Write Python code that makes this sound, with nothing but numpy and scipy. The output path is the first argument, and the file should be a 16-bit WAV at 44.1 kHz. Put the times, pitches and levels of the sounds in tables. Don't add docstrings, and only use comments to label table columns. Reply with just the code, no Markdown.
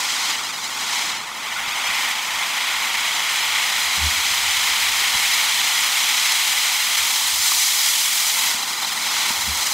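import sys
import numpy as np
from scipy import signal
from scipy.fft import rfft, irfft, next_fast_len
from scipy.io import wavfile
from scipy.ndimage import uniform_filter1d, map_coordinates

SR = 44100
rng = np.random.default_rng(int(sys.argv[2]) if len(sys.argv) > 2 else 0)


def makeup_ratio(level_db):
    decades = np.asarray(level_db, float) / 20
    return 10 ** decades


def file_out(sig):
    cols = np.atleast_2d(sig).T
    lim = np.clip(cols, -1, 1)
    pcm = np.round(lim * 32767).astype(np.int16)
    wavfile.write(sys.argv[1], SR, pcm)


N = 429093
T = np.arange(N) / SR
PAD = next_fast_len(N)
HZ = np.fft.rfftfreq(PAD, 1 / SR)

# start_s, gas_power_db, jet_sharpness_db
BURN = [(0, -28.5, 2), (.32, -26.5, 0), (.56, -31.5, 1.5), (.99, -26.5, 0.09), (1.15, -29, -2),
        (1.3, -33.5, -1.5), (1.63, -24, -6.5), (2.0, -24, -5), (2.25, -26, -4.5), (2.75, -24.5, -5.5),
        (4.3, -23.5, -2.2), (6.2, -23.5, -0.9), (6.9, -25, 0.1), (7.6, -26, 6), (8.45, -26.5, 3.5),
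        (8.68, -29.5, 2.5), (9.24, -26, 1), (9.58, -27.5, 4.5)]
ROAR_REF_DB = -27
GREEN_FROM_S, GREEN_TO_S, CHANGE_S, BURNOUT_S = 1.4, 8.52, 0.31, 0.099
GOLD_CATCHES_S = 8.33
GROUND_MS, SWING_MS = .937, .082
BUFFET_HZ = 75
FRAME, GRID = 1024, 752


def unit(x):
    return x / np.sqrt(np.mean(x ** 2))


def curves(table):
    s, *columns = np.transpose(table)
    return [np.interp(T, s, c) for c in columns]


def shape(x, gain):
    return irfft(rfft(x, PAD) * gain, PAD)[..., :N]


def colour(x, points):
    hz, db = np.transpose(points)
    return shape(x, makeup_ratio(np.interp(np.log(HZ + 1), np.log(hz), db)))


def below(x, hz):
    return shape(x, 1 / (1 + (HZ / hz) ** 8))


def peak(hz, width_hz):
    return 1 / (1 + (2 * (HZ - hz) / width_hz) ** 4)


def walk(rate_hz):
    hold = int(SR / rate_hz)
    steps = np.repeat(rng.standard_normal(N // hold + 1), hold)
    slewed = uniform_filter1d(uniform_filter1d(steps, hold), hold)
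    return unit(slewed[:N])


def after(s, ramp_s):
    return np.clip((T - s) / ramp_s + .5, 0, 1)


def green(end_s=GREEN_TO_S):
    share = after(GREEN_FROM_S, CHANGE_S) - after(end_s, BURNOUT_S)
    return share, share * (T - GREEN_FROM_S)


def via_ground(x, lag_ms):
    # pitch_hz, level_db re direct
    ground = [(500, -9), (2200, -6), (3500, -4), (7000, -4.5), (10000, -9), (16000, -18)]
    echo = map_coordinates(colour(x, ground), [np.arange(N) - lag_ms * SR / 1000], order=3)
    return x + echo


def flame(alone):
    # pitch_hz, level_db per Hz
    jet_spectrum = [(210, -32), (350, -21.5), (662, -11), (925, -6.5), (1670, -3.5), (2090, -1), (2780, -3),
                    (3310, -1), (4410, -8.5), (5180, -7), (5610, -7.5), (7010, -7.5), (9490, -9.5),
                    (15100, -13), (15800, -41.5)]
    splits_hz = [1650, 4000, 7700]
    spit_db, flicker_db = 0.98, 0.52
    sparks_per_s, spark_spread_db, spark_db = 1500, 4, -12
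    falter_db, falter_dull_db = -3, 0

    gas = rng.standard_normal(N) * makeup_ratio(spit_db * walk(120))
    bursts = (rng.random(N) < sparks_per_s / SR) * rng.standard_normal(N)
    bursts = bursts * makeup_ratio(spark_spread_db * rng.random(N))
    jet = colour(unit(gas) + makeup_ratio(spark_db) * unit(bursts), jet_spectrum[:-1])
    lows = [0] + [below(jet, hz) for hz in splits_hz] + [jet]
    low, roar, hiss, sizzle = (unit(b - a) * makeup_ratio(flicker_db * walk(22)) for a, b in zip(lows, lows[1:]))

    jet_db, sharp_db = curves(BURN)
    jet_db = jet_db + falter_db * alone
    sharp_db = sharp_db + falter_dull_db * alone
    extra_db = jet_db - ROAR_REF_DB
    share, age_s = green()

    low_db = -7 - 0.53 * extra_db - .5 * green(GOLD_CATCHES_S)[1]
    sizzle_db = -5.5 + 1.04 * sharp_db - 0.15 * extra_db + 0.4518 * age_s
    sizzle_db += -4.5 * (1 - after(GREEN_FROM_S, CHANGE_S))
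    whistle = unit(shape(jet, peak(4090, 300)))
    whistle_db = -13 + 0.355 * sharp_db
    whistle_db += -41 * share * np.exp(-age_s / 0.5)
    whistle_db += 4.5 * after(GREEN_TO_S, BURNOUT_S)

    deep = below(roar, 2700)
    upper_db = -1.5 * share + .5 * age_s
    roar = deep + (roar - deep) * makeup_ratio(upper_db) + makeup_ratio(whistle_db) * whistle
    return makeup_ratio(jet_db) * (roar + makeup_ratio(low_db) * low + makeup_ratio(sharp_db) * hiss + makeup_ratio(sizzle_db) * sizzle)


def nozzle(turns, share):
    cusp_ms, wobble_ms = .012, .012
    beam_db, beam_turns, twice_db, twice_turns = .8, .0, .4, -.11
    angle = 2 * np.pi * turns
    sweep_db = beam_db * np.cos(angle - 2 * np.pi * beam_turns)
    sweep_db += twice_db * np.cos(2 * angle - 4 * np.pi * twice_turns)
    alone = abs(2 * share - 1)
    jet = flame(alone) * np.sqrt(share) * makeup_ratio(sweep_db - 0.83)
    lag_ms = GROUND_MS + SWING_MS * np.cos(angle) - cusp_ms * np.cos(2 * angle) + wobble_ms * walk(40)
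    return via_ground(jet, lag_ms)


def wheel():
    # start_s, turns_per_s
    spin = [
        (0, 9.8),
        (1.2, 12.14),
        (1.6, 12.22),
        (2.4, 13.19),
        (4.3, 15.0),
        (6, 17.87),
        (8.4, 21.12),
        (9.73, 19.62),
    ]
    # start_s, end_s, first_nozzle_share (0-1)
    solos = [
        (.35, .87, .97),
        (1.175, 1.86, .05),
        (2.13, 2.4, .25),
        (7.05, 8.45, .68),
        (8.53, 9.05, .95),
        (9.33, 9.78, .9),
    ]
    start_turns, falter_s, relight_s = .32, .05, .2
    turns = start_turns + np.cumsum(curves(spin)[0]) / SR
    share = .5 + sum((part - .5) * (after(a, falter_s) - after(b, relight_s)) for a, b, part in solos)
    return nozzle(turns, share) + nozzle(turns + .5, 1 - share)


def night():
    # pitch_hz, level_db per Hz
    murmur = [(53, -44), (90, -21), (118, -1.5), (241, 4.5), (430, -2), (600, -2.5), (780, -20),
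              (1320, -120)]
    # start_s, level_db
    breeze = [(0, -67), (1.5, -64), (1.85, -58), (2.2, -65), (3.8, -58.5), (4.4, -53), (5.5, -58),
              (6.3, -73.5), (6.8, -62), (8.4, -66.5), (9.3, -65), (9.4, -57), (9.73, -58)]
    broken_db, murmur_flicker_db = 2.0, 0.5
    rumble_width_hz, sub_db = 46, -2.5

    share, age_s = green(GOLD_CATCHES_S)
    air_db = -48 - 3 * share - 0.53 * age_s + 0.284 * (curves(BURN)[0] - ROAR_REF_DB)
    resonance = 1 / (1 + 1j * (HZ ** 2 - BUFFET_HZ ** 2) / (HZ + 1) / rumble_width_hz)
    wind_gain = resonance ** 2 + makeup_ratio(sub_db) * peak(45, 21.4)
    rumble = unit(shape(rng.standard_normal(N), wind_gain))
    air = unit(colour(rng.standard_normal(N), murmur))
    rumble = rumble * makeup_ratio(curves(breeze)[0] + broken_db * walk(17))
    return rumble + air * makeup_ratio(air_db + murmur_flicker_db * walk(14))


def thumps():
    # middle_s, length_s, peak_db
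    gusts = [(1.13, 0.096, -63), (1.87, .08, -54), (3.53, .05, -56), (5.6, .08, -57.5), (6.5, .08, -57),
             (6.73, .1, -68), (7.896, .08, -60), (4.004, .06, -36), (4.054, 0.094, -24), (4.11, .07, -44),
             (4.19, .07, -43), (4.312, 0.042, -48), (4.347, .03, -52), (4.75, .06, -50),
             (4.874, 0.063, -51), (7.022, 0.085, -50), (7.34, 0.038, -46.5), (7.372, .03, -49),
             (7.4, .04, -48), (9.385, .05, -51), (9.448, .03, -46), (9.502, 0.077, -32.5),
             (9.544, .05, -43), (9.6, .1, -50)]
    second_db, third_db, rattle_db, roundness = -22, -24, -17, 1.3
    phase = 2 * np.pi * np.cumsum(BUFFET_HZ + 1.5 * walk(18)) / SR
    tone = np.sin(phase) + makeup_ratio(second_db) * np.sin(2 * phase) + makeup_ratio(third_db) * np.sin(3 * phase)
    rattle = unit(below(rng.standard_normal(N), 355))
    swell = np.zeros(N)
    for s, length_s, db in gusts:
        span = slice(int((s - length_s / 2) * SR), int((s + length_s / 2) * SR))
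        arch = np.clip(1 - (2 * (T[span] - s) / length_s) ** 2, 0, 1)
        swell[span] += makeup_ratio(db) * arch ** roundness
    return (np.sqrt(2) * tone + makeup_ratio(rattle_db) * rattle) * swell


def dull(x):
    return signal.sosfilt(signal.butter(2, (500, 6500), "band", fs=SR, output="sos"), x)


def pops():
    # start_s, peak_db, pitch_hz, t60_s, crack_db re peak
    bangs = [(1.677, -35, 165, .04, -14), (1.89, -39, 200, .1, -30), (3.98, -31.5, 190, 0.06, -20),
             (5.146, -30, 220, 0.021, -5), (5.02, -27.5, 400, .015, -8), (5.148, -17, 890, 0.014, -8),
             (5.157, -30, 120, 0.026, -10), (7.519, -10.5, 1120, 0.0109, -18),
             (8.546, -31, 260, 0.039, -12), (8.738, -17, 2210, .015, -7),
             (8.81, -16.5, 3150, 0.0127, -14.5), (8.831, -10.5, 3570, 0.022, -15.5),
             (8.8465, -9, 4100, 0.0193, -18), (8.85, -16, 950, 0.012, -6), (9.166, -15.5, 1310, 0.017, -14),
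             (9.474, -31, 200, 0.091, -22), (9.305, -23.5, 233, 0.026, 0), (9.307, -17, 962, 0.0144, -5)]
    rise_s, crack_s = 0.00066, 0.0015
    out, t = np.zeros(N), T[:4000]
    for s, peak_db, hz, t60_s, crack_db in bangs:
        ring = np.sin(2 * np.pi * hz * t) * makeup_ratio(-60 * t / t60_s) * (1 - np.exp(-t / rise_s))
        crack = makeup_ratio(crack_db) * (rng.standard_normal(len(t)) - 1) * np.exp(-t / crack_s)
        out[int(s * SR):][:len(t)] += makeup_ratio(peak_db) * (ring + dull(crack))
    return via_ground(out, GROUND_MS + SWING_MS)


def scene():
    mono = wheel() + night() + thumps() + pops()
    return np.array([mono, mono])


def frame_at(s):
    return GRID + FRAME * (round((s * SR - GRID) / FRAME) - 1)


def noise_frame(lo_hz, hi_hz, side_db):
    lines = np.arange(round(lo_hz * 2 * FRAME / SR), round(hi_hz * 2 * FRAME / SR)) + .5
    waves = np.cos(np.pi / FRAME * np.outer(np.arange(2 * FRAME) + (FRAME + 1) / 2, lines))
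    window = signal.windows.kaiser_bessel_derived(2 * FRAME, 4 * np.pi)
    return window * (waves @ unit(rng.standard_normal(len(lines)))) * makeup_ratio(side_db) * np.sqrt(2 / FRAME)


def roll_off(x):
    return signal.sosfilt(signal.butter(12, 16010, fs=SR, output="sos"), x)


def record(dry):
    # pitch_hz, width_hz, level_db
    housing = [(849.3, 325, 5), (1461, 146, 3.5), (2620, 211, 2), (3110, 670, -2), (4100, 150, -4.5),
               (5594, 520, -3), (6990, 390, -1.5), (8170, 340, -1.5), (8504, 500, 2), (9704, 980, -2.5),
               (10374, 500, 3), (11660, 470, 2.5), (12900, 420, 3), (13300, 300, -2)]
    wide_s = [.551, 1.178, 1.851, 1.875, 2.873, 3.152, 3.43, 4.522, 4.545, 5.334, 5.497, 5.752, 6.031,
              6.286, 6.519, 6.867, 6.983, 7.424, 7.494, 7.796, 8.283, 9.096, 9.421]
    top_hz, stray_share, stray_db = 15740, .35, -45
    wide_low_hz, wide_high_hz, wide_width_hz, wide_db = (4200, 7000), (7600, 13600), 1400, -3

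    housing_db = sum(db / (1 + (2 * (HZ - hz) / width) ** 2) for hz, width, db in housing)
    wet = shape(dry[0], makeup_ratio(housing_db) * (HZ < top_hz))
    side = np.zeros(N)
    for s, (low, high) in zip(wide_s, rng.random((len(wide_s), 2))):
        start = frame_at(s)
        power = abs(rfft(wet[start:start + 2 * FRAME])) ** 2 / (2 * FRAME)
        for hz in np.interp(low, (0, 1), wide_low_hz), np.interp(high, (0, 1), wide_high_hz):
            band = power[int(hz * 2 * FRAME / SR):int((hz + wide_width_hz) * 2 * FRAME / SR)]
            noise = noise_frame(hz, hz + wide_width_hz, wide_db)
            side[start:start + 2 * FRAME] += noise * np.sqrt(band.mean())
    for k in range(2, N // FRAME - 2):
        if rng.random() < stray_share:
            start = frame_at(k * FRAME / SR)
            side[start:start + 2 * FRAME] += noise_frame(130, 172, stray_db)
    return roll_off(wet + side * np.array([[1], [-1]]))


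dry = scene()
out = record(dry)
file_out(out)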